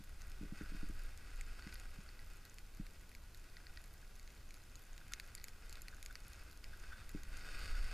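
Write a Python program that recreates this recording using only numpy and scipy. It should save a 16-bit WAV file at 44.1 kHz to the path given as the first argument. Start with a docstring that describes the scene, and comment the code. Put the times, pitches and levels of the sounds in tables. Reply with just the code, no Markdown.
"""Slow powder skiing in snowfall

Heard close, from a camera in a closed plastic housing: snow sheared by the skis swishes, stronger in two turns,
as noise through the housing's resonances. Short bursts of ringing noise are the crunches of packed snow.
Grains tick and gear clacks by ringing a few modes; the mount knocks dully and its hardest knocks rock the camera.
Low noise makes the rumble of the ride and the air on the shell, over a faint steady hiss."""
import sys
import numpy as np
from scipy import signal
from scipy.fft import rfft, irfft
from scipy.io import wavfile
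from scipy.ndimage import uniform_filter1d

SR = 44100
rng = np.random.default_rng(int(sys.argv[2]) if len(sys.argv) > 2 else 0)


def store_pcm(level_fs):
    """Save levels as 16-bit WAV."""
    pcm = np.round(np.clip(level_fs, -1, 1) * 32767).astype(np.int16)
    wavfile.write(sys.argv[1], SR, np.atleast_2d(pcm).T)


N = 349713
TIME = np.arange(N) / SR
FREQS = np.fft.rfftfreq(N, 1 / SR)

# Turns, in which the edges bite and hold; levels before the swish's own law:
# start_s, bite_s, hold_s, release_s, level_db, change over the hold_db
TURNS = [(0.512, 0.059, 0.88, 1, -64.5, -0.5), (7.16, 0.41, 0.35, 0.5, -57, 0.5)]
# Steady glide under the turns, before the swish's own law: time_s, level_db
GLIDE = [(0, -68.3), (2.4, -67), (2.63, -73), (2.8, -68.5), (4.1, -70.5), (5.4, -68.5), (7.1, -65.5)]
# Resonances of the closed housing: pitch_hz, nominal width_hz, level_db
HOUSING = [(1270, 62, -3), (1472, 205, 2), (1629, 120, -1), (1928, 88, -1), (2117, 420, -7),
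           (2528, 255, -4), (3670, 56, -6), (4724, 1260, -11), (5350, 370, -12), (6660, 1250, -16.5),
           (8600, 2640, -17.5), (11350, 540, -27)]
# Broad leak through the housing wall: pitch_hz, level_db
WALL = [(100, -11.5), (300, -8.5), (550, -11), (780, -11), (980, -16.5), (1150, -8), (1800, -14.5),
        (2700, -8.5), (3000, -13.5), (5000, -25), (6000, -26.5), (10000, -38), (12800, -25.5), (15000, -42)]
# Resonance rung by thrown spray: pitch_hz, width_hz
SPRAY = (4590, 510)
# Crunches of packed snow under a ski: start_s, relative level_db, nominal length_s
CRUNCHES = [(0.593, -52.5, 0.055), (5.117, -50.5, 0.019), (5.766, -58, 0.016), (5.926, -53, 0.017),
            (6.098, -55, 0.023), (6.73, -52.5, 0.017), (6.763, -61, 0.018), (6.83, -58, 0.028),
            (6.903, -62, 0.03), (6.92, -48, 0.024), (6.958, -56, 0.013), (7.015, -45, 0.0096),
            (7.74, -47.5, 0.027)]
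# Icy grains striking the shell: start_s, energy_db, brightest pitch_hz
TICKS = [(0.2183, -33.5, 6000), (0.318, -36, 4500), (1.1755, -34.5, 12000), (1.4109, -25, 5500),
         (1.742, -31.5, 8000), (1.7986, -33.5, 9500), (2.4522, -34, 13000), (2.497, -36.5, 7000),
         (2.5842, -31, 3220), (2.8662, -34.5, 2800), (3.15, -30.5, 3820), (3.3465, -34.5, 7000),
         (4.196, -35.5, 5500), (4.276, -35, 4200), (4.507, -33.5, 3200), (4.542, -34.5, 12000),
         (4.7554, -32, 5900), (4.9789, -32.5, 4500), (5.1217, -31.5, 8000), (5.1356, -17, 4970),
         (5.1987, -22, 3580), (5.3509, -23.5, 9500), (5.4414, -23, 9500), (5.4835, -29, 5500),
         (5.6952, -32, 7600), (5.7269, -28.5, 6000), (5.7552, -32, 4500), (5.819, -29, 9500),
         (5.883, -27, 4400), (6.0278, -27.5, 8000), (6.061, -25, 7500), (6.1546, -24.5, 2150),
         (6.2817, -35.5, 11000), (6.3328, -35.5, 6500), (6.642, -28.5, 2700), (7.0925, -32, 10000),
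         (7.234, -33, 9000), (7.3703, -32.5, 7000)]
# Broad shell modes a grain can ring: pitch_hz, nominal width_hz
SHELL_MODES = [(2150, 800), (4450, 1300), (6800, 1250), (11200, 2300)]
# Dull clacks of the ski gear, in short runs: start_s, energy_db
CLACKS = [(1.6232, -32), (1.6733, -32.5), (1.7262, -31), (1.7556, -31), (2.0897, -34), (2.1922, -33.5),
          (3.5685, -30), (3.6682, -30.5), (3.773, -28), (5.3794, -33), (5.3836, -37.5), (5.399, -36),
          (5.4145, -38)]
# Modes rung by a clack: pitch_hz, relative level_db, t60_s
CLACK_MODES = [(1520, -13, 0.022), (1970, -8.5, 0.029), (2250, -9, 0.009), (4370, -0.5, 0.0058),
               (4670, -2.5, 0.0085), (6450, -14, 0.004)]
# Knocks of the camera mount: start_s, peak level_db, contact_s
KNOCKS = [(0.002, -48, 0.0047), (0.41, -40.5, 0.0035), (0.431, -41.5, 0.0021), (0.449, -45, 0.0022),
          (0.521, -38, 0.0043), (0.61, -38, 0.0016), (0.719, -45.5, 0.0029), (0.745, -43, 0.0035),
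          (0.829, -39, 0.0033), (0.896, -42.5, 0.0026), (1.665, -42, 0.0043), (1.984, -45.5, 0.0061),
          (2.796, -36.5, 0.0048), (7.147, -35.5, 0.0022)]
# Modes of the camera mount: pitch_hz, relative level_db, t60_s
MOUNT_MODES = [(164, -18, 0.13), (204.5, 1.5, 0.056), (275, -7.5, 0.066), (297.5, -3.5, 0.1),
               (403, -13, 0.14)]
# How hard the ride shakes the camera: time_s, level_db
RIDE = [(0, -52), (0.55, -49), (0.85, -40.5), (1.18, -49), (1.48, -46), (1.7, -50), (2.4, -53.5),
        (3.8, -55.5), (4.3, -55), (5.05, -56.5), (5.3, -53.5), (6.2, -53), (6.45, -56), (6.8, -50),
        (7.38, -48), (7.55, -43), (7.82, -37.5), (7.93, -42)]
# Spectrum of the sway on the mount: pitch_hz, relative level_db per Hz
SWAY_SPECTRUM = [(8, -9), (18, -6), (25, -1), (31, -8), (45, -17), (70, -21), (200, -68)]
# Spectrum of air buffeting the shell: pitch_hz, relative level_db per Hz
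BUFFET_SPECTRUM = [(20, 1.5), (45, 0), (70, 0), (100, -8.5), (150, -15.5), (250, -23), (500, -31.5),
                   (1500, -48.5)]
# Spectrum of the hiss shared by both channels: pitch_hz, relative level_db per Hz
HISS_SPECTRUM = [(100, 11), (300, 4.5), (600, 0.5), (1000, -1), (2300, -5.5), (3200, -5), (6800, -7.5),
                 (8000, -9.5), (10200, -10.5), (11200, -7), (12500, -12.5), (15300, -12.5)]
# Spectrum of a very faint noise, opposite in the two channels: pitch_hz, relative level_db per Hz
APART_SPECTRUM = [(35, -52), (60, -16), (155, -17), (195, -4), (282, 0), (982, 1.5), (1180, -2),
                  (1490, -17), (1790, -8.5), (2260, -8.5), (3190, 0), (7680, 0), (10100, 0), (15000, -10)]


def swish(level_db=2.5, rest_db=-71, flutter_db=1.33, flutter_hz=32, lumps_db=1.11, lumps_hz=4,
          spray_db=-11, spray_from_db=-56):
    """The skis shear powder, fluttering over lumps, heard through the housing; hard edging adds bright spray."""
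    hz = np.fft.rfftfreq(4096, 1 / SR)
    fluttering = shear() * gain_of(flutter_db * wander(flutter_hz))
    slide = evened(signal.oaconvolve(fluttering, causal(housing(hz)))[:N])
    push = edging() * gain_of(lumps_db * wander(lumps_hz))
    spray = gain_of(spray_db) * push / gain_of(spray_from_db) * ringing(*SPRAY)
    # at a gentle glide the powder gives way almost without sound
    loudness = push ** 2 / np.hypot(push, gain_of(rest_db))
    return gain_of(level_db) * (slide + spray) * loudness


def edging():
    """How hard the skis shear the snow, over the glide: each turn swells and holds; the first eases slightly
    and fades, the last grows slightly and is still sounding at the end."""
    power = gain_of(curve(GLIDE, order=1)) ** 2
    for start, bite, hold, release, db, change_db in TURNS:
        corners = start + np.cumsum([0, bite, hold, release])
        shape = np.interp(TIME, corners, [0, 1, gain_of(change_db), 0])
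        power = power + (gain_of(db) * shape) ** 2
    return np.sqrt(power)


def shear(grains_per_s=800, grain_spread_db=3.5):
    """Snow giving way under a ski: equal parts of smooth hiss and grains of breaking clumps, rms 1."""
    grains = (rng.random(N) < grains_per_s / SR) * rng.choice([-1, 1], N)
    grains = grains * gain_of(grain_spread_db * np.minimum(rng.exponential(1, N), 4))
    return evened(rng.standard_normal(N) + evened(grains))


def ringing(hz, width):
    """Rough shearing noise in one resonance, rms 1."""
    resonance = 1 / (1 + ((FREQS - hz) / (0.5 * width)) ** 2)
    return evened(irfft(rfft(shear()) * resonance, N))


def housing(hz):
    """Gain of the closed housing: its resonances add in power to the wall's broad leak."""
    peaks = 0
    for f, width, db in HOUSING:
        peaks = peaks + gain_of(db) ** 2 / (1 + ((hz - f) / (0.43 * width)) ** 2) ** 2
    return np.sqrt(peaks + gain_of(read(WALL, hz)) ** 2)


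def crunches(level_db=-5, upper_db=-15, small_db=-60, spread_db=3, packed_s=5.4, packed_spread_s=0.7,
             small_s=0.0062, count=18):
    """Snow packs in short rough bursts of low body and thin upper ring; small ones gather before the last turn."""
    small = []
    for when, size in rng.standard_normal((count, 2)):
        small.append((packed_s + packed_spread_s * when, small_db + spread_db * size, small_s))
    swell = np.zeros(N)
    for s, db, length in CRUNCHES + small:
        u = TIME[:SR // 4] / max(length / 3, .002)  # 1 at the burst's peak
        add(swell, s, gain_of(db) * u * np.exp(1 - u))
    body = ringing(1494, 285)
    upper = ringing(3530, 120)
    return gain_of(level_db) * swell * (body + gain_of(upper_db) * upper)


def snowfall(faint_db=-46, spread_db=2.5, soft_hz=6000, hard_hz=20000, count=190):
    """Larger grains strike the shell one by one, among a scatter of faint ones of every hardness."""
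    out = np.zeros(N)
    for s, db, bright_hz in TICKS:
        add(out, s, tick(shares(db, bright_hz)))
    for when, size, hardness in rng.random((count, 3)):
        db = faint_db + spread_db * min(-np.log(size), 3)
        bright_hz = soft_hz * (hard_hz / soft_hz) ** hardness
        add(out, when * N / SR, tick(shares(db, bright_hz, landing_db=9)))
    return out


def tick(mode_db, detune=0.045, scatter_s=0.00035, tail_db=-19, tail_s=0.0095):
    """One grain crumbles on the shell, a sharp noise burst with a faint tail, and rings slightly detuned modes."""
    hz, t = np.fft.rfftfreq(1024, 1 / SR), TIME[:1024]
    power = 0
    shifts = 1 + detune * rng.uniform(-1, 1, len(SHELL_MODES))
    for (f, width), db, shift in zip(SHELL_MODES, mode_db, shifts):
        shape = (1 + ((hz ** 2 - (f * shift) ** 2) / (width * (hz + 1))) ** 2) ** -1.7
        power = power + gain_of(db) ** 2 * shape / shape.mean()
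    contact = t / scatter_s * np.exp(1 - t / scatter_s) + gain_of(tail_db) * np.exp(-t / tail_s)
    crumble = rng.standard_normal(len(t)) * contact
    sound = signal.fftconvolve(crumble[:len(t) // 2], causal(np.sqrt(power)))
    return sound * np.sqrt(power.mean() / np.sum(sound ** 2))


def shares(db, bright_hz, landing_db=2.5, rise_db_per_octave=3.5, at_hz=8300, fall_db_per_octave=7.5):
    """A grain's energy favours modes near its brightest pitch, varied by where it happens to land."""
    octaves = np.log2(np.array(SHELL_MODES)[:, 0] / bright_hz)
    landing = rng.uniform(-1, 1, len(SHELL_MODES))
    # harder grains stir the low modes less, up to a limit
    rise = rise_db_per_octave * min(bright_hz / at_hz, 1)
    mode_db = np.minimum(rise * octaves, -fall_db_per_octave * octaves) + landing_db * landing
    return db + mode_db - 10 * np.log10(np.sum(gain_of(mode_db) ** 2))


def clacks(detune=0.015, bite_s=0.00011):
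    """Skis and poles clack softly: the same decaying modes each time, slightly detuned."""
    t, out = TIME[:SR // 20], np.zeros(N)
    chances = rng.standard_normal((len(CLACKS), len(CLACK_MODES)))
    for (s, db), chance in zip(CLACKS, chances):
        ring = 0
        for (f, d, t60), k in zip(CLACK_MODES, chance):
            cycles = f * (1 + detune * k) * t + k
            ring = ring + gain_of(d - 60 * t / t60) * np.sin(2 * np.pi * cycles)
        ring = ring * (1 - np.exp(-t / bite_s))
        add(out, s, gain_of(db) * ring / np.linalg.norm(ring))
    return out


def knocks(detune=0.012, low_hz=150):
    """The mount shifts in its joint: a soft push rings its low modes."""
    t, out = TIME[:SR // 5], np.zeros(N)
    chances = rng.standard_normal((len(KNOCKS), len(MOUNT_MODES)))
    for (s, db, contact), chance in zip(KNOCKS, chances):
        ring = 0
        for (f, d, t60), k in zip(MOUNT_MODES, chance):
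            ring = ring + gain_of(d - 60 * t / t60) * np.sin(2 * np.pi * f * (1 + detune * k) * t)
        push = np.sin(np.pi * np.minimum(t / max(contact, .0005), 1)) ** 2
        pushed = signal.fftconvolve(ring, push)[:len(t)]
        # the small shell radiates little below its lowest mode
        sound = signal.lfilter(*signal.butter(2, low_hz, "high", fs=SR), pushed)
        add(out, s, -gain_of(db) * sound / abs(sound).max())
    return out


def jolts(level_db=-5, rock_hz=29, rock_s=0.017, hard_db=-38.0):
    """The hardest knocks set the camera rocking for a cycle or two."""
    t, out = TIME[:SR // 4], np.zeros(N)
    swell = t / rock_s * np.exp(1 - t / rock_s)
    for s, db, _ in KNOCKS:
        if db > hard_db:
            add(out, s, gain_of(db + level_db) * swell * np.cos(2 * np.pi * rock_hz * t))
    return out


def rumble(buffet_db=-59, usual_db=-51, buffet_share=0.33, steadiness=0.26, bumps_db=0.5, bumps_hz=5,
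           gusts_db=1.5, gusts_hz=8):
    """The camera sways on its mount over bumps; air buffets the shell, rising less steeply with the ride."""
    sway = noise(SWAY_SPECTRUM)
    # partly level out the sway's own swells
    local_power = abs(uniform_filter1d(sway ** 2, size=4000))
    sway = evened(sway / local_power ** (steadiness / 2))
    ride = curve(RIDE, order=1)
    air = noise(BUFFET_SPECTRUM)
    air_db = buffet_db + buffet_share * (ride - usual_db) + gusts_db * wander(gusts_hz)
    return sway * gain_of(ride + bumps_db * wander(bumps_hz)) + air * gain_of(air_db)


def noise(points):
    """Steady noise of a given spectrum, rms 1."""
    return evened(irfft(rfft(rng.standard_normal(N)) * gain_of(read(points, FREQS)), N))


def wander(hz):
    """Slow chance, rms 1, mostly below a given rate."""
    return evened(irfft(rfft(rng.standard_normal(N)) / (1 + (FREQS / hz) ** 4), N))


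def causal(gain):
    """Minimum-phase impulse response, with a sharp start, for a one-sided gain."""
    log_gain = np.log(np.maximum(np.r_[gain, gain[-2:0:-1]], 1e-5))
    return np.fft.ifft(np.exp(np.conj(signal.hilbert(log_gain)))).real


def gain_of(db):
    """Decibels to gain."""
    return 10 ** (np.asarray(db) / 20)


def evened(x):
    """Scales to rms 1."""
    return x / np.sqrt(np.mean(x ** 2) + 1e-20)


def read(points, hz):
    """A spectrum in dB, joined on a log-frequency axis."""
    f, value = np.transpose(points)
    return np.interp(np.log(hz + 1), np.log(f + 1), value)


def curve(rows, order):
    """One column of a control table at every sample."""
    rows = np.array(rows)
    return np.interp(TIME, rows[:, 0], rows[:, order])


def add(mix, s, sound):
    """Mixes a sound in at time s."""
    part = mix[max(round(s * SR), 0):][:len(sound)]
    part += sound[:len(part)]


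def scene(hiss_db=-66.5, apart_db=-78):
    """Both channels carry the same sound, plus a very faint noise of opposite sign."""
    snow = swish() + crunches() + snowfall()
    gear = clacks() + knocks() + jolts()
    middle = snow + gear + rumble() + gain_of(hiss_db) * noise(HISS_SPECTRUM)
    side = gain_of(apart_db) * noise(APART_SPECTRUM)
    return np.array([middle + side, middle - side])


def record(dry, edge_hz=15450):
    """The recorder's band limit, a steep linear-phase low-pass."""
    low_pass = signal.firwin(511, edge_hz, window=("kaiser", 9), fs=SR)
    return signal.oaconvolve(dry, low_pass[None], "same")


dry = scene()
out = record(dry)
store_pcm(out)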